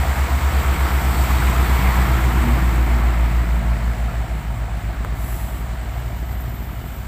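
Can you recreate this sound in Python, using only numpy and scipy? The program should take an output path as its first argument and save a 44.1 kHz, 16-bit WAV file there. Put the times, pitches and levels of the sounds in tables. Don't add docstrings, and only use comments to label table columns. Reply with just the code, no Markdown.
import sys
import numpy as np
from scipy import signal
from scipy.fft import rfft, irfft, next_fast_len
from scipy.io import wavfile

SR = 44100
rng = np.random.default_rng(int(sys.argv[2]) if len(sys.argv) > 2 else 0)


def file_out(sig):
    cols = np.atleast_2d(sig).T
    lim = np.clip(cols, -1, 1)
    pcm = np.round(lim * 32767).astype(np.int16)
    wavfile.write(sys.argv[1], SR, pcm)


def volts_from_decibels(level):
    exponent = np.asarray(level, float) / 20
    return 10 ** exponent


N = 311787


def rms_one(x):
    return x / np.sqrt(np.mean(x ** 2) + 1e-20)


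def in_time(rows):
    s, *columns = np.transpose(rows)
    return [np.interp(np.arange(N) / SR, s, column) for column in columns]


def window(rows):
    t = np.arange(N) / SR
    return volts_from_decibels(in_time(rows)[-1]) * ((t > rows[0][0]) & (t < rows[-1][0]))


def at_hz(points, hz):
    f, db = np.transpose(points)
    return np.interp(np.log(hz + 1e-9), np.log(f), db, left=-200, right=-200)


def drift(rate_hz):
    r = np.exp(-80 * np.pi * rate_hz / SR)
    steps = rng.standard_normal(N // 40 + 2002)
    slow = signal.lfilter([1], [1, -2 * r, r * r], steps)[2000:]
    return np.interp(np.arange(N) / 40, np.arange(len(slow)), rms_one(slow))


def tone(turns, db, wobble_db=0.):
    return np.sqrt(2) * volts_from_decibels(db + wobble_db * drift(3.5)) * np.cos(2 * np.pi * turns)


def ring(clicks, hz, t60_s):
    r, w = volts_from_decibels(-60 / (t60_s * SR)), 2 * np.pi * hz / SR
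    return signal.lfilter([0, np.sin(w)], [1, -2 * r * np.cos(w), r * r], clicks + 1e-18)


def blow(s, db, hz, t60_s):
    click = np.zeros(N)
    click[round(s * SR)] = volts_from_decibels(db)
    return ring(click, hz, t60_s)


def noise(near, far, distance, patchy_db):
    size = next_fast_len(N)
    hz = np.arange(size // 2 + 1) * SR / size
    coloured = rfft(rng.standard_normal(size)) * volts_from_decibels(at_hz(near, hz))
    thirds = 3 * np.log2(hz + 1e-9)
    together = drift(2.2)
    flickers = [drift(9.6) for _ in range(3)]
    out, power = 0, 0
    for k in range(int(3 * np.log2(near[0][0])), int(3 * np.log2(near[-1][0])) + 2):
        band = coloured * np.clip(1 - abs(thirds - k), 0, 1)
        centre_hz = np.clip(2 ** (k / 3), far[0][0], far[-1][0])
        change_db = np.clip(at_hz(far, centre_hz) - at_hz(near, centre_hz), -15, 15)
        tilt = volts_from_decibels(distance * change_db)
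        power = power + tilt ** 2 * np.sum(abs(band) ** 2) * 2 / size ** 2
        flicker = 0.42 * together + np.roll(flickers[k % 3], 9001 * k)
        out = out + irfft(band, size)[:N] * tilt * volts_from_decibels(patchy_db * flicker)
    return .816 * out / np.sqrt(power)


# time in seconds, tanker in Hz, low-loader in Hz.
FIRING_HZ = [(0.0, 62.81, 74.25), (0.24, 63.96, 71.41), (0.49, 63.27, 72.43), (0.73, 63.18, 70.51),
             (0.98, 62.18, 70.32), (1.22, 62.27, 69.98), (1.46, 61.66, 69.23), (1.71, 61.23, 68.75),
             (1.95, 60.9, 68.32), (2.19, 59.95, 67.91), (2.44, 59.85, 67.42), (2.68, 58.41, 65.43),
             (2.93, 58.21, 65.92), (3.17, 57.54, 63.8), (3.41, 57.25, 63.59), (3.66, 56.43, 62.45),
             (3.9, 55.63, 61.44), (4.14, 54.53, 61.39), (4.39, 53.53, 59.85), (4.63, 51.92, 60.22),
             (4.88, 51.41, 58.62), (5.12, 50.45, 60.24), (5.36, 49.69, 58.53), (5.61, 48.97, 60.42),
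             (5.85, 48.55, 59.75), (6.09, 47.95, 60.24), (6.34, 47.7, 60.98), (6.58, 47.83, 59.79),
             (6.83, 46.77, 60.45), (7.07, 47.41, 60.22)]
START_TURNS = (-.178, -.256)


def engine_turns():
    return [np.cumsum(hz) / SR + start for hz, start in zip(in_time(FIRING_HZ), START_TURNS)]


# time in seconds, tanker, its octave, low-loader, its octave in dB.
EXHAUST_DB = [(0.0, -20.7, -35.7, -21.0, -50), (0.24, -20.7, -35.7, -21.4, -54.2),
              (0.49, -20.2, -34.4, -19.0, -44.5), (0.73, -19.6, -36.4, -21.2, -48.3),
              (0.98, -18.8, -34.7, -21.6, -42.3), (1.22, -17.8, -31.4, -22.4, -49.2),
              (1.46, -16.7, -32.7, -22.9, -42.6), (1.71, -16.5, -31.5, -22.8, -36.1),
              (1.95, -16.1, -30.2, -24.1, -35.7), (2.19, -16.8, -26.3, -23.9, -45.2),
              (2.44, -16.4, -33.6, -23.5, -36.1), (2.68, -15.7, -29.7, -27.4, -42.4),
              (2.93, -15.3, -34.8, -26.9, -36.1), (3.17, -15.5, -32.7, -26.7, -36.6),
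              (3.41, -16.7, -35.0, -25.3, -37.4), (3.66, -18.0, -30.3, -25.5, -36.3),
              (3.9, -20.6, -35.0, -25.1, -40.4), (4.14, -23.6, -33.7, -25.9, -40.4),
              (4.39, -26.0, -37.1, -27.1, -36.2), (4.63, -26.4, -34.3, -27.5, -38.3),
              (4.88, -27.1, -33.1, -26.0, -42.8), (5.12, -26.7, -36.3, -26.2, -39.2),
              (5.36, -29.0, -36.6, -26.9, -36.3), (5.61, -29.5, -40.7, -26.0, -40.0),
              (5.85, -31.3, -38.1, -26.4, -46.6), (6.09, -33.3, -38.7, -26.1, -43.5),
              (6.34, -34.4, -39.0, -25.8, -41.0), (6.58, -33.5, -41.1, -28.0, -44.4),
              (6.83, -35.6, -38.9, -31.3, -40.5), (7.07, -37.3, -38.1, -30.7, -41.3)]
# multiple of firing rate, level in dB.
MINOR_ORDERS = [(1.5, -13), (3, -9), (4, -9.5)]


def exhaust_drones(tanker, loader):
    tanker_db, tanker_octave_db, loader_db, loader_octave_db = in_time(EXHAUST_DB)
    out = tone(tanker, tanker_db) + tone(2 * tanker + 0.25, tanker_octave_db)
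    out += tone(loader, loader_db) + tone(2 * loader, loader_octave_db)
    for multiple, db in MINOR_ORDERS:
        out += tone(multiple * tanker, tanker_db - 17 + db, wobble_db=5.0)
    return out


# time in seconds, blade rate in Hz, blade level in dB, belt level in dB.
FAN_CURVE = [(0, 198, -53, -48), (.6, 195.3, -38.5, -48), (1, 194.5, -38.5, -39), (1.5, 190.5, -37.5, -50),
             (2, 188, -34.5, -29), (2.4, 186, -38, -32), (3, 180.6, -42, -47), (3.6, 177.7, -38, -37),
             (4.2, 170.5, -39, -38), (4.8, 164.8, -49, -50), (5.5, 153.3, -48, -65), (7.07, 148, -61, -60)]


def cooling_fan():
    blade_hz, blade_db, belt_db = in_time(FAN_CURVE)
    blades = np.cumsum(blade_hz) / SR
    return tone(blades, blade_db, wobble_db=2.0) + tone(.702 * blades, belt_db, wobble_db=-0.5)


# time in seconds, note in dB, its octave in dB.
WAITING_DB = [(0, -54, -57), (1.8, -38, -45), (2.25, -36, -58), (2.45, -45, -28), (2.7, -52, -37),
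              (3.2, -39, -51.5), (4.2, -52, -61), (4.6, -36, -55), (7.07, -41.5, -52.5)]


def waiting_diesel():
    note_db, octave_db = in_time(WAITING_DB)
    turns = 117.1 * np.arange(N) / SR
    return tone(turns, note_db, wobble_db=5.0) + tone(2 * turns, octave_db)


# time in seconds, rumble, clatter, hiss in dB.
NOISE_DB = [(0.0, -32, -27.5, -41), (0.41, -32.5, -28, -40.5), (0.75, -29, -26.5, -40),
            (0.9, -31.5, -26, -39), (1.22, -30, -26, -38.5), (1.69, -31.5, -25, -39),
            (1.97, -30, -24, -38.5), (2.17, -33, -26, -41), (2.44, -29, -27, -41), (2.6, -29.5, -28, -42.5),
            (3.25, -32.5, -30, -46.5), (3.54, -32, -32, -48), (3.84, -34.5, -33.5, -49),
            (4.31, -33.5, -35.5, -50.5), (4.84, -35, -36.5, -51.5), (5.4, -34.5, -36.5, -50),
            (5.85, -35, -37.5, -51), (6.24, -34.5, -38, -51.5), (6.59, -35, -39.5, -52.5),
            (7.07, -36, -39.5, -51)]
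# time in seconds, distance from 0 near to 1 far.
DISTANCE_CURVE = [(0, 0.46), (.7, 0.15), (1.5, 0), (2.3, 0), (3, 0.42), (4, 0.95), (5, 1.0), (7.07, 1.0)]


def passing():
    return *in_time(NOISE_DB), np.clip(in_time(DISTANCE_CURVE)[0], 0, 1.3)


# frequency in Hz, density in dB per Hz.
RUMBLE_NEAR = [(20, -16), (35, 2), (50, -7), (90, -3), (140, -0.5), (200, -6.5), (250, -9), (340, -2.5),
               (450, -20.5), (560, -26)]
RUMBLE_DISTANT = [(20, -16), (50, -3.5), (140, -2), (200, -7.5), (280, -13.5), (400, -18), (560, -38)]


def road_rumble(rumble_db, distance):
    return volts_from_decibels(rumble_db - 1.0) * noise(RUMBLE_NEAR, RUMBLE_DISTANT, distance, patchy_db=1.0)


TANKER_EXCESS = [.9, -.5, .2, -1.0, .7, -.3]
LOADER_EXCESS = [.6, .3, -.9, .5, -.7, .2]


def uneven_firing(turns, cylinders, wander):
    at = np.flatnonzero(np.diff(np.floor(turns)) > 0)
    chance = rng.standard_normal((len(at) // 6 + 1, 6))
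    slow = signal.lfilter([.4], [1, -.9], chance, axis=0)
    excess = np.array(cylinders) + wander * slow
    excess = excess - excess.mean(axis=1, keepdims=True)
    pulses = np.zeros(N)
    pulses[at] = excess.ravel()[:len(at)]
    return pulses


# time in seconds, level in dB.
TAILPIPE_DB = [(0, -40.5), (1.5, -46), (2.0, -41.5), (2.45, -35), (2.8, -36), (3.2, -40.5), (3.8, -48.5),
               (7.07, -59)]


def lope(tanker, loader, rumble_db):
    own = uneven_firing(tanker, TANKER_EXCESS, wander=0.81)
    both = own + volts_from_decibels(-1.5) * uneven_firing(loader, LOADER_EXCESS, wander=0.73)
    silencer = volts_from_decibels(at_hz(RUMBLE_DISTANT, np.arange(N // 2 + 1) * SR / N))
    silenced = rms_one(irfft(rfft(both) * silencer, N))
    pipe_hz, pipe_t60_s = 331, 0.037
    pipe = rms_one(ring(ring(own, pipe_hz, pipe_t60_s), pipe_hz, pipe_t60_s))
    return volts_from_decibels(rumble_db - 1.5) * silenced + volts_from_decibels(in_time(TAILPIPE_DB)[0]) * pipe


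def firing_gate(turns, depth):
    strength = np.array([1.0, 0.3, 0.69, 0.6, 0.89, .7])
    cylinder = np.floor(turns + .5).astype(int) % 6
    return rms_one(1 + depth * strength[cylinder] * np.cos(2 * np.pi * turns))


# mode in Hz, level in dB, t60 in seconds.
BLOCK_MODES = [(684, 1, 0.053), (763, -3, 0.075), (940, 1.5, 0.042), (1121, -3, 0.042), (1318, 2.5, 0.033),
               (1716, -5, 0.022), (2070, -2, .025)]


def knock(turns):
    at = np.flatnonzero(np.diff(np.floor(turns)) > 0)
    out = np.zeros(N)
    for hz, db, t60_s in BLOCK_MODES:
        late = rng.integers(0, 220, len(at))
        force = volts_from_decibels(db + 2.85 * rng.standard_normal(len(at))) * rng.choice([-1, 1], len(at))
        clicks = np.zeros(N)
        clicks[np.minimum(at + late, N - 1)] = force
        out += ring(clicks, hz, t60_s)
    return rms_one(out)


# frequency in Hz, density in dB per Hz.
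CLATTER_NEAR = [(260, -22), (450, -6), (570, -9.5), (675, -4.5), (835, -3), (964, -2), (1320, -3.5),
                (1520, -6), (2190, -6.5), (2710, -14), (3400, -19), (4420, -30), (7480, -120)]
CLATTER_DISTANT = [(260, -33), (450, -13.5), (575, -7.5), (675, -1), (787, -5), (863, -9.5), (1950, -10.5),
                   (2620, -18), (3400, -30), (4420, -25), (7480, -120)]


def engine_clatter(tanker, clatter_db, distance):
    rough = noise(CLATTER_NEAR, CLATTER_DISTANT, distance, patchy_db=0.81)
    rough = rough * firing_gate(tanker, depth=0.11)
    return volts_from_decibels(clatter_db - 1.0) * (rough + volts_from_decibels(-7) * knock(tanker))


# frequency in Hz, density in dB per Hz.
HISS_NEAR = [(1760, -42), (3000, -2.5), (4120, -3.5), (4560, -3.5), (4960, -6.5), (6480, -10.5),
             (7340, -3.5), (7970, -1.5), (9930, -15.5), (11200, -10.5), (11600, -10.5), (13100, -4),
             (14900, -4.5), (15500, -7)]
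HISS_DISTANT = [(1760, -21), (3000, 0), (3610, -7.5), (4060, -8.5), (4690, -12), (5170, -9), (6900, -11.5),
                (7860, -3.5), (8590, -9.5), (9270, -15), (11800, -15.5), (14600, -8), (15500, -15)]


def air_hiss(tanker, hiss_db, distance):
    air = noise(HISS_NEAR, HISS_DISTANT, distance, patchy_db=0.89)
    return volts_from_decibels(hiss_db + 3.0) * air * firing_gate(tanker, depth=0.1)


# (time in seconds, level in dB).
SQUEAL_BANDS = [
    (11890, 150, [(0.6, -56), (0.712, -57), (0.822, -51), (0.892, -57), (1.044, -48), (1.106, -50), (1.13, -46), (1.276, -49), (1.3, -44), (1.356, -55), (1.418, -54), (1.432, -51), (1.536, -53), (1.566, -49), (1.612, -55), (1.916, -51), (2.3, -59)]),
    (12750, 400, [(.7, -75), (.9, -54), (1.3, -54), (1.45, -50), (2.0, -50), (2.25, -56), (2.4, -75)]),
    (4450, 90, [(1.1, -75), (1.13, -49), (1.22, -49), (1.25, -62), (1.31, -62), (1.33, -47), (1.37, -49), (1.44, -75)]),
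    (3800, 80, [(1.0, -75), (1.2, -54), (1.45, -51), (1.6, -56), (1.8, -75)]),
    (8090, 200, [(.4, -75), (.6, -54), (1.1, -49), (1.5, -54), (1.9, -52), (2.3, -75)]),
    (9900, 500, [(5.16, -75), (5.22, -56), (5.44, -55), (5.47, -75)]),
    (1165, 70, [(4.6, -75), (4.85, -51), (5.25, -49), (5.7, -52), (5.9, -75)]),
]


def squeals():
    out, white = np.zeros(N), rng.standard_normal(N)
    for hz, width_hz, rows in SQUEAL_BANDS:
        t60_s = 2.2 / width_hz
        out += window(rows) * rms_one(ring(ring(white, hz, t60_s), hz, t60_s))
    return out


# time in seconds, peak in dB, mode in Hz, t60 in seconds.
RATTLE_HITS = [(1.306, -18, 1100, 0.028), (1.422, -16.5, 1460, .03), (1.523, -19, 1020, 0.027),
               (1.551, -19, 1210, 0.035), (1.871, -19, 2200, .03), (2.042, -33, 1200, .03),
               (2.379, -23, 1494, .03), (3.226, -30, 900, 0.029), (4.08, -29, 1270, 0.11),
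               (4.14, -25, 654, .08), (4.24, -26, 690, .06), (4.682, -30, 700, 0.068),
               (5.96, -30, 705, .08)]


def rattles():
    out = np.zeros(N)
    for s, db, hz, t60_s in RATTLE_HITS:
        out += blow(s, db - 1, hz, t60_s)
        out += blow(s + 0.00406, db - 5, 1.09 * hz, t60_s)
    return out


# time in seconds, peak in dB, thud in Hz, t60 in seconds, crack in dB.
STONE_SNAP = (5.0484, -10.5, 1300, .0034, -23)


def stone():
    s, db, hz, t60_s, crack_db = STONE_SNAP
    crack = blow(s, crack_db, 13500, .0012) + blow(s, crack_db - 5, 7800, .0015)
    return blow(s, db, hz, t60_s) + crack


# time in seconds, level in dB.
VALVE_DB = [
    (5.13, -61),
    (5.132, -56),
    (5.144, -64),
    (5.152, -53),
    (5.216, -44),
    (5.332, -40.5),
    (5.584, -47.5),
    (5.68, -57),
]
# frequency in Hz, density in dB per Hz.
VALVE_SPECTRUM = [(2350, -46), (4000, -22), (5250, -16), (5620, -15), (6700, -13), (7730, 1), (9010, -11),
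                  (9920, -5), (11200, -5), (14100, 1.5), (15500, -6)]


def air_valve():
    return window(VALVE_DB) * noise(VALVE_SPECTRUM, VALVE_SPECTRUM, 0, patchy_db=-0.1)


# time in seconds, whistle centre in Hz, whistle in dB, broad jet in dB.
LEAK_CURVE = [(5.6, 14200, -75, -75), (5.9, 14040, -58, -64), (6.2, 13550, -54, -55),
              (6.45, 13600, -47, -56), (6.65, 13460, -53, -55), (6.8, 13200, -62, -52),
              (7.07, 12900, -66, -52)]
# frequency in Hz, density in dB per Hz.
JET_SPECTRUM = [(10500, -20), (12000, -6), (13500, 0), (15000, -2), (15700, -6)]


def turbo_leak():
    centre_hz, whistle_db, broad_db = in_time(LEAK_CURVE)
    lowpass = signal.butter(2, 500, fs=SR, output="sos")
    low = signal.sosfilt(lowpass, rng.standard_normal((2, N)))
    phase = 2 * np.pi * np.cumsum(centre_hz + 120 * drift(8)) / SR
    whistle = rms_one(low[0] * np.cos(phase) + low[1] * np.sin(phase))
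    whistle = whistle * volts_from_decibels(whistle_db - broad_db + 3.5 * drift(30))
    return window(LEAK_CURVE) * (whistle + noise(JET_SPECTRUM, JET_SPECTRUM, 0, patchy_db=3.0))


def scene():
    tanker, loader = engine_turns()
    rumble_db, clatter_db, hiss_db, distance = passing()
    out = exhaust_drones(tanker, loader) + cooling_fan() + waiting_diesel()
    out += road_rumble(rumble_db, distance) + lope(tanker, loader, rumble_db)
    out += engine_clatter(tanker, clatter_db, distance) + air_hiss(tanker, hiss_db, distance)
    out += squeals() + rattles() + stone() + air_valve() + turbo_leak()
    return out[None]


def band_limit(x):
    return signal.sosfilt(signal.butter(12, 15680, fs=SR, output="sos"), x)


def record(dry):
    top_cut = signal.ellip(12, .3, 70, 15500, fs=SR, output="sos")
    mix = signal.sosfilt(top_cut, dry)
    return band_limit(mix)


dry = scene()
out = record(dry)
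file_out(out)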